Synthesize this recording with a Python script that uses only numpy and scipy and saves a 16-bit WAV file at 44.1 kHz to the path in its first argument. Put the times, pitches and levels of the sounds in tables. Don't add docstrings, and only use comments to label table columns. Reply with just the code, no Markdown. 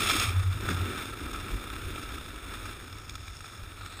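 import sys
import numpy as np
from scipy import signal
from scipy.fft import rfft, irfft, next_fast_len
from scipy.io import wavfile
from scipy.ndimage import map_coordinates

SR = 44100
rng = np.random.default_rng(int(sys.argv[2]) if len(sys.argv) > 2 else 0)


def store_pcm(level_fs):
    pcm = np.round(np.clip(level_fs, -1, 1) * 32767).astype(np.int16)
    wavfile.write(sys.argv[1], SR, np.atleast_2d(pcm).T)


N = 176400
T = np.arange(N) / SR
FFT_SIZE = next_fast_len(N + 8192, True)
HZ = np.fft.rfftfreq(FFT_SIZE, 1 / SR)

# time in seconds, crunch and hiss in relative dB.
GLIDE_FADERS = [(.3, -42.5, -65), (.38, -41, -48), (.5, -45.5, -51.5), (.6, -43, -50.5), (.7, -35.5, -43),
                (.76, -40, -48), (.87, -39, -48), (1.06, -39.5, -45.5), (1.15, -43.5, -50.5),
                (1.27, -43, -49.5), (1.35, -39.5, -47), (1.47, -43, -51.5), (2.15, -44, -50.5),
                (2.33, -47, -52.5), (2.52, -44, -51.5), (2.7, -45, -50.5), (2.82, -49, -54.5),
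                (3.05, -49.5, -58.5), (3.45, -51, -54), (3.68, -49, -55.5), (3.73, -51.5, -56),
                (3.83, -49, -55.5), (4, -46.5, -55)]
# time in seconds, level in relative dB.
RUMBLE_FADER = [(0, -36), (.1, -44), (.17, -37), (.22, -43.5), (.31, -44.5), (.36, -55), (.52, -55),
                (.63, -42), (.71, -34), (.76, -47.5), (.88, -38.5), (1, -47), (1.15, -45.5), (1.3, -43),
                (1.6, -47), (1.8, -49), (2.05, -47.5), (2.3, -50.5), (2.65, -50.5), (3, -56), (3.4, -60.5),
                (4, -55.5)]
# start and end in seconds, level in relative dB,
# centre in Hz, width in octaves.
SIZZLE_PATCHES = [(2.797, 3.703, -56, 5700, 0.35), (3.76, 4.2, -54, 4190, 0.13),
                  (3.76, 4.2, -59.5, 7800, 0.077)]
# start in seconds, level in relative dB, decay in seconds,
# brightness in dB per octave.
LUMPS = [(0.058, -25.5, .005, -6), (.094, -29, 0.0088, -4), (0.108, -25, 0.013, 2),
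         (.132, -23.5, 0.0071, 3), (0.197, -23, .008, 5.5), (0.383, -41, 0.0032, -2), (0.398, -35, .005, 0),
         (0.636, -36, 0.0077, -1), (0.66, -41, 0.0053, -7), (0.687, -22, 0.0063, -2.5),
         (.703, -28.5, 0.019, -1), (1.331, -30.5, 0.0056, -1.5), (1.341, -34, 0.009, -6),
         (1.398, -38.5, .012, 1), (1.70, -40, .012, -5), (1.958, -33, 0.0041, -10.5),
         (2.026, -39, 0.013, 0.5), (2.107, -34, 0.007, -5), (2.154, -35, .006, -3),
         (2.653, -38, 0.019, 0.5), (2.688, -38.5, .012, -3), (2.926, -37.5, 0.0062, 1),
         (2.983, -38, 0.0054, 2), (3.094, -31.5, 0.0047, 3.5), (3.153, -33, 0.0067, 3.5),
         (3.279, -37, 0.0065, 1), (3.405, -37, 0.0045, 1.5), (3.442, -36, 0.0056, -3),
         (3.807, -38.5, 0.016, -4), (3.86, -35.5, 0.0056, 1.5), (3.922, -39, 0.01, 1)]
# start in seconds, level in dB, pitch in Hz.
KNOCKS = [(.155, -25.5, 320), (.703, -23, 160), (.707, -28, 246)]
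# time in seconds, level in relative dB.
WIND_FADER = [(0, -44.5), (.6, -41.5), (.75, -47), (.9, -47), (1.2, -43), (1.35, -40.5), (1.47, -45),
              (1.54, -35), (1.62, -44.5), (1.8, -43), (1.87, -39), (1.95, -45), (2.2, -41), (2.37, -45),
              (2.55, -47), (2.8, -48.5), (3.15, -46.5), (3.3, -50), (3.58, -54), (3.64, -40), (3.7, -50),
              (4, -53)]
DRONE_FADER = [(0, -35), (.15, -45), (.25, -35), (.35, -41), (.6, -38), (.72, -31), (.9, -37), (1.1, -45),
               (1.4, -43), (1.55, -43), (1.68, -52), (1.9, -38), (2.1, -52), (2.4, -56), (2.65, -49),
               (3.1, -49), (3.45, -51), (3.63, -43.5), (3.75, -51), (4, -46)]
# centre and length in seconds, level in dB, pitch in Hz.
HUM_SWELLS = [(0.292, 0.076, -27, 93), (0.379, 0.096, -22.5, 95.6), (0.49, 0.111, -22.5, 92.5),
              (0.564, 0.034, -31, 96), (0.787, 0.16, -31.5, 89)]
# frequency in Hz, gain in dB.
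SCRAPE_EQ = [(200, -7.5), (700, -2), (1000, -3.5), (1260, 2.5), (1500, -6), (1900, -0.5), (2300, 2.5),
             (2560, 4.5), (2850, 0.5), (3200, 7), (3600, 2.5), (4600, 4.5), (9000, 2), (15000, 2)]
CRUNCH_EQ = [(200, 0), (1300, 0), (2400, -1), (3500, -4.5), (4800, -13), (8000, -16.5), (15000, -1)]
HISS_EQ = [(500, -19.5), (2000, -15), (3500, 0), (5200, -1), (7000, -1), (9500, -1.5), (15000, -4)]
LUMP_EQ = [(300, -2), (700, -3.5), (1300, 1.5), (2400, -1), (3600, -1.5), (5200, 2.5), (7000, 0.5),
           (9000, -6.5), (15000, -7)]
# frequency in Hz, gain in dB.
RUMBLE_EQ = [(80, -22.5), (170, -8), (280, -0.5), (350, -2), (470, -9), (700, -28), (1500, -38)]
WIND_EQ = [(10, -12), (25, -10), (42, 4.5), (60, 1.5), (90, -8.5), (160, -19.5), (400, -46)]
DRONE_EQ = [(40, -29), (70, -17), (88, -3.5), (102, -4), (120, -17), (160, -22), (400, -65)]
SLOPE_EQ = [(100, 4.5), (200, 2.5), (450, -5), (850, -5), (1400, -8.5), (3000, -15), (8000, -34)]
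# centre and width in Hz, gain in dB.
CASE_RESONANCES = [(1309.5, 156, 1), (1558, 540, -7.5), (2355, 230, -6), (2684, 310, -9.5),
                   (3540, 340, -6.5), (4320, 890, -20), (5330, 660, -14), (6633, 490, -15),
                   (7350, 530, -21), (8500, 570, -12.5), (9560, 500, -16), (10600, 330, -16),
                   (13400, 300, -19), (14400, 1000, -21)]
# centre and width in Hz, depth in dB.
CASE_GAPS = [(3010, 79, 3.5), (4425, 170, 7.5), (5980, 284, 11.5), (7460, 160, 6.5), (8840, 130, 6),
             (11300, 270, 7), (12650, 300, 7)]
# frequency in Hz, gain in dB.
WALL_EQ = [(100, -49), (300, -12.5), (600, -14), (900, -14.5), (2000, -13), (4500, -23), (6000, -48),
           (12000, -44.5), (15500, -41)]


def edge_scrape(case):
    bite_db = np.interp(T, [0, 0.17], [-2, 0])
    release_db = -175 * np.maximum(T - 0.24, 0)
    grip = judder(slow_db=0.96, fast_db=1.37, slow_rate=63.3, fast_rate=190)
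    grit = snow(case * tone(SCRAPE_EQ), grain_db=-3, spread_db=5.5)
    return amp(-27.5 + bite_db + release_db) * grip * grit


def glide(case):
    crunch_db, hiss_db = curves(GLIDE_FADERS)
    rumble_db, = curves(RUMBLE_FADER)
    contact = judder(slow_db=0.67, fast_db=1.34, slow_rate=24, fast_rate=140)
    crunch = amp(crunch_db - 0.5) * snow(case * tone(CRUNCH_EQ), grain_db=1.5, spread_db=5)
    hiss = amp(hiss_db + 1.5) * snow(case * tone(HISS_EQ), grain_db=-1, spread_db=3.5)
    for start, end, db, hz, octaves in SIZZLE_PATCHES:
        progress = np.clip((T - start) / (end - start), 0, 1)
        swell = np.sqrt(np.abs(np.sin(np.pi * progress)))
        band = np.exp(-.5 * (np.log2((HZ + 1) / hz) / octaves) ** 2)
        hiss += amp(db) * swell * snow(case * band, grain_db=4.5, spread_db=8)
    crackle = crumbs()
    rumble = amp(rumble_db) * rush(RUMBLE_EQ)
    return contact * (crackle * (crunch + hiss) + rumble)


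def snow(colour, grain_db, spread_db, grains_per_s=2500):
    cracks = (rng.random(N) < grains_per_s / SR) * rng.choice([-1, 1], N)
    sizes = amp(spread_db * np.minimum(rng.standard_normal(N), 2))
    friction = rng.standard_normal(N)
    return unit(coloured(amp(grain_db) * unit(cracks * sizes) + friction, colour))


def judder(slow_db, fast_db, slow_rate, fast_rate):
    return unit(amp(slow_db * wobble(slow_rate) + fast_db * wobble(fast_rate)))


def crumbs(ticks_per_s=60, decay_s=0.0017):
    hits = (rng.random(N) < ticks_per_s / SR) * rng.uniform(0.42, 1, N)
    ticks = signal.lfilter([1], [1, -np.exp(-1 / (decay_s * SR))], hits)
    return unit(np.hypot(1, amp(-9) * unit(ticks)))


def lumps(case, attack_s=0.0007):
    out = np.zeros(N)
    t = np.arange(SR // 16) / SR
    hz = np.fft.rfftfreq(len(t), 1 / SR)
    colour = case * tone(LUMP_EQ)
    burst_colour = np.interp(hz, HZ, colour)
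    for start_s, db, decay_s, brightness in LUMPS:
        tilt = amp(brightness * np.log2(np.clip(hz, 500, 6000)))
        burst = irfft(rfft(rng.standard_normal(len(t))) * tilt, len(t))
        burst /= np.sqrt(np.mean((tilt * burst_colour) ** 2))
        burst *= amp(db - 2) * (1 - np.exp(-t / attack_s)) * np.exp(-(t / decay_s) ** 2)
        start = round(start_s * SR)
        out[start:start + len(t)] += burst[:N - start]
    return coloured(out, colour)


def thuds(attack_s=0.0016, t60_s=0.08):
    out = np.zeros(N)
    for start_s, db, hz in KNOCKS:
        t = np.maximum(T - start_s, 0)
        envelope = amp(db - 60 * t / t60_s) * (1 - np.exp(-t / attack_s))
        out += envelope * np.sin(2 * np.pi * hz * t)
    return out


def case_buffeting():
    wind_db, = curves(WIND_FADER)
    return amp(wind_db + 0.5) * rush(WIND_EQ)


def pole_hum(wander_hz=1.3):
    drone_db, = curves(DRONE_FADER)
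    out = amp(drone_db) * rush(DRONE_EQ)
    drift_cycles = np.cumsum(wander_hz * wobble(15.4)) / SR
    for centre_s, length_s, db, hz in HUM_SWELLS:
        swell = np.cos(np.pi * np.clip((T - centre_s) / length_s, -.5, .5)) ** 1.1
        cycles = hz * T + drift_cycles + rng.random()
        out += amp(db) * swell * np.sqrt(2) * np.sin(2 * np.pi * cycles)
    return out


def slope_wash():
    return amp(-58.5) * rush(SLOPE_EQ)


def case_colour(steepness=1.51):
    power = sum(amp(db) ** 2 / (1 + (2 * (HZ - hz) / width) ** 2) ** steepness
                for hz, width, db in CASE_RESONANCES)
    gaps_db = sum(depth * np.exp(-((HZ - hz) / width) ** 2) for hz, width, depth in CASE_GAPS)
    return np.sqrt(power + tone(WALL_EQ) ** 2) * amp(-gaps_db)


def amp(db):
    return 10 ** (np.asarray(db) / 20)


def unit(x):
    return x / np.sqrt(np.mean(x ** 2) + 1e-20)


def tone(eq):
    hz, db = np.transpose(eq)
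    return amp(np.interp(np.log(HZ + 1), np.log(hz + 1), db))


def curves(rows):
    times, *faders = np.transpose(rows)
    return [np.interp(T, times, fader) for fader in faders]


def wobble(rate):
    return map_coordinates(rng.standard_normal(4096), [T * rate], mode="wrap")


def coloured(x, gain):
    cepstrum = irfft(np.log(np.maximum(gain, 1e-6)), FFT_SIZE)
    cepstrum[1:FFT_SIZE // 2] *= 2
    cepstrum[FFT_SIZE // 2 + 1:] = 0
    return irfft(rfft(x, FFT_SIZE) * np.exp(rfft(cepstrum)), FFT_SIZE)[:N]


def rush(eq):
    return unit(coloured(rng.standard_normal(N), tone(eq)))


def scene():
    case = case_colour()
    skis = edge_scrape(case) + glide(case) + lumps(case) + thuds()
    return (skis + case_buffeting() + pole_hum() + slope_wash())[None]


def record(dry):
    top_hz = 15400
    return irfft(rfft(dry, FFT_SIZE) * (HZ < top_hz), FFT_SIZE)[:, :N]


dry = scene()
out = record(dry)
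store_pcm(out)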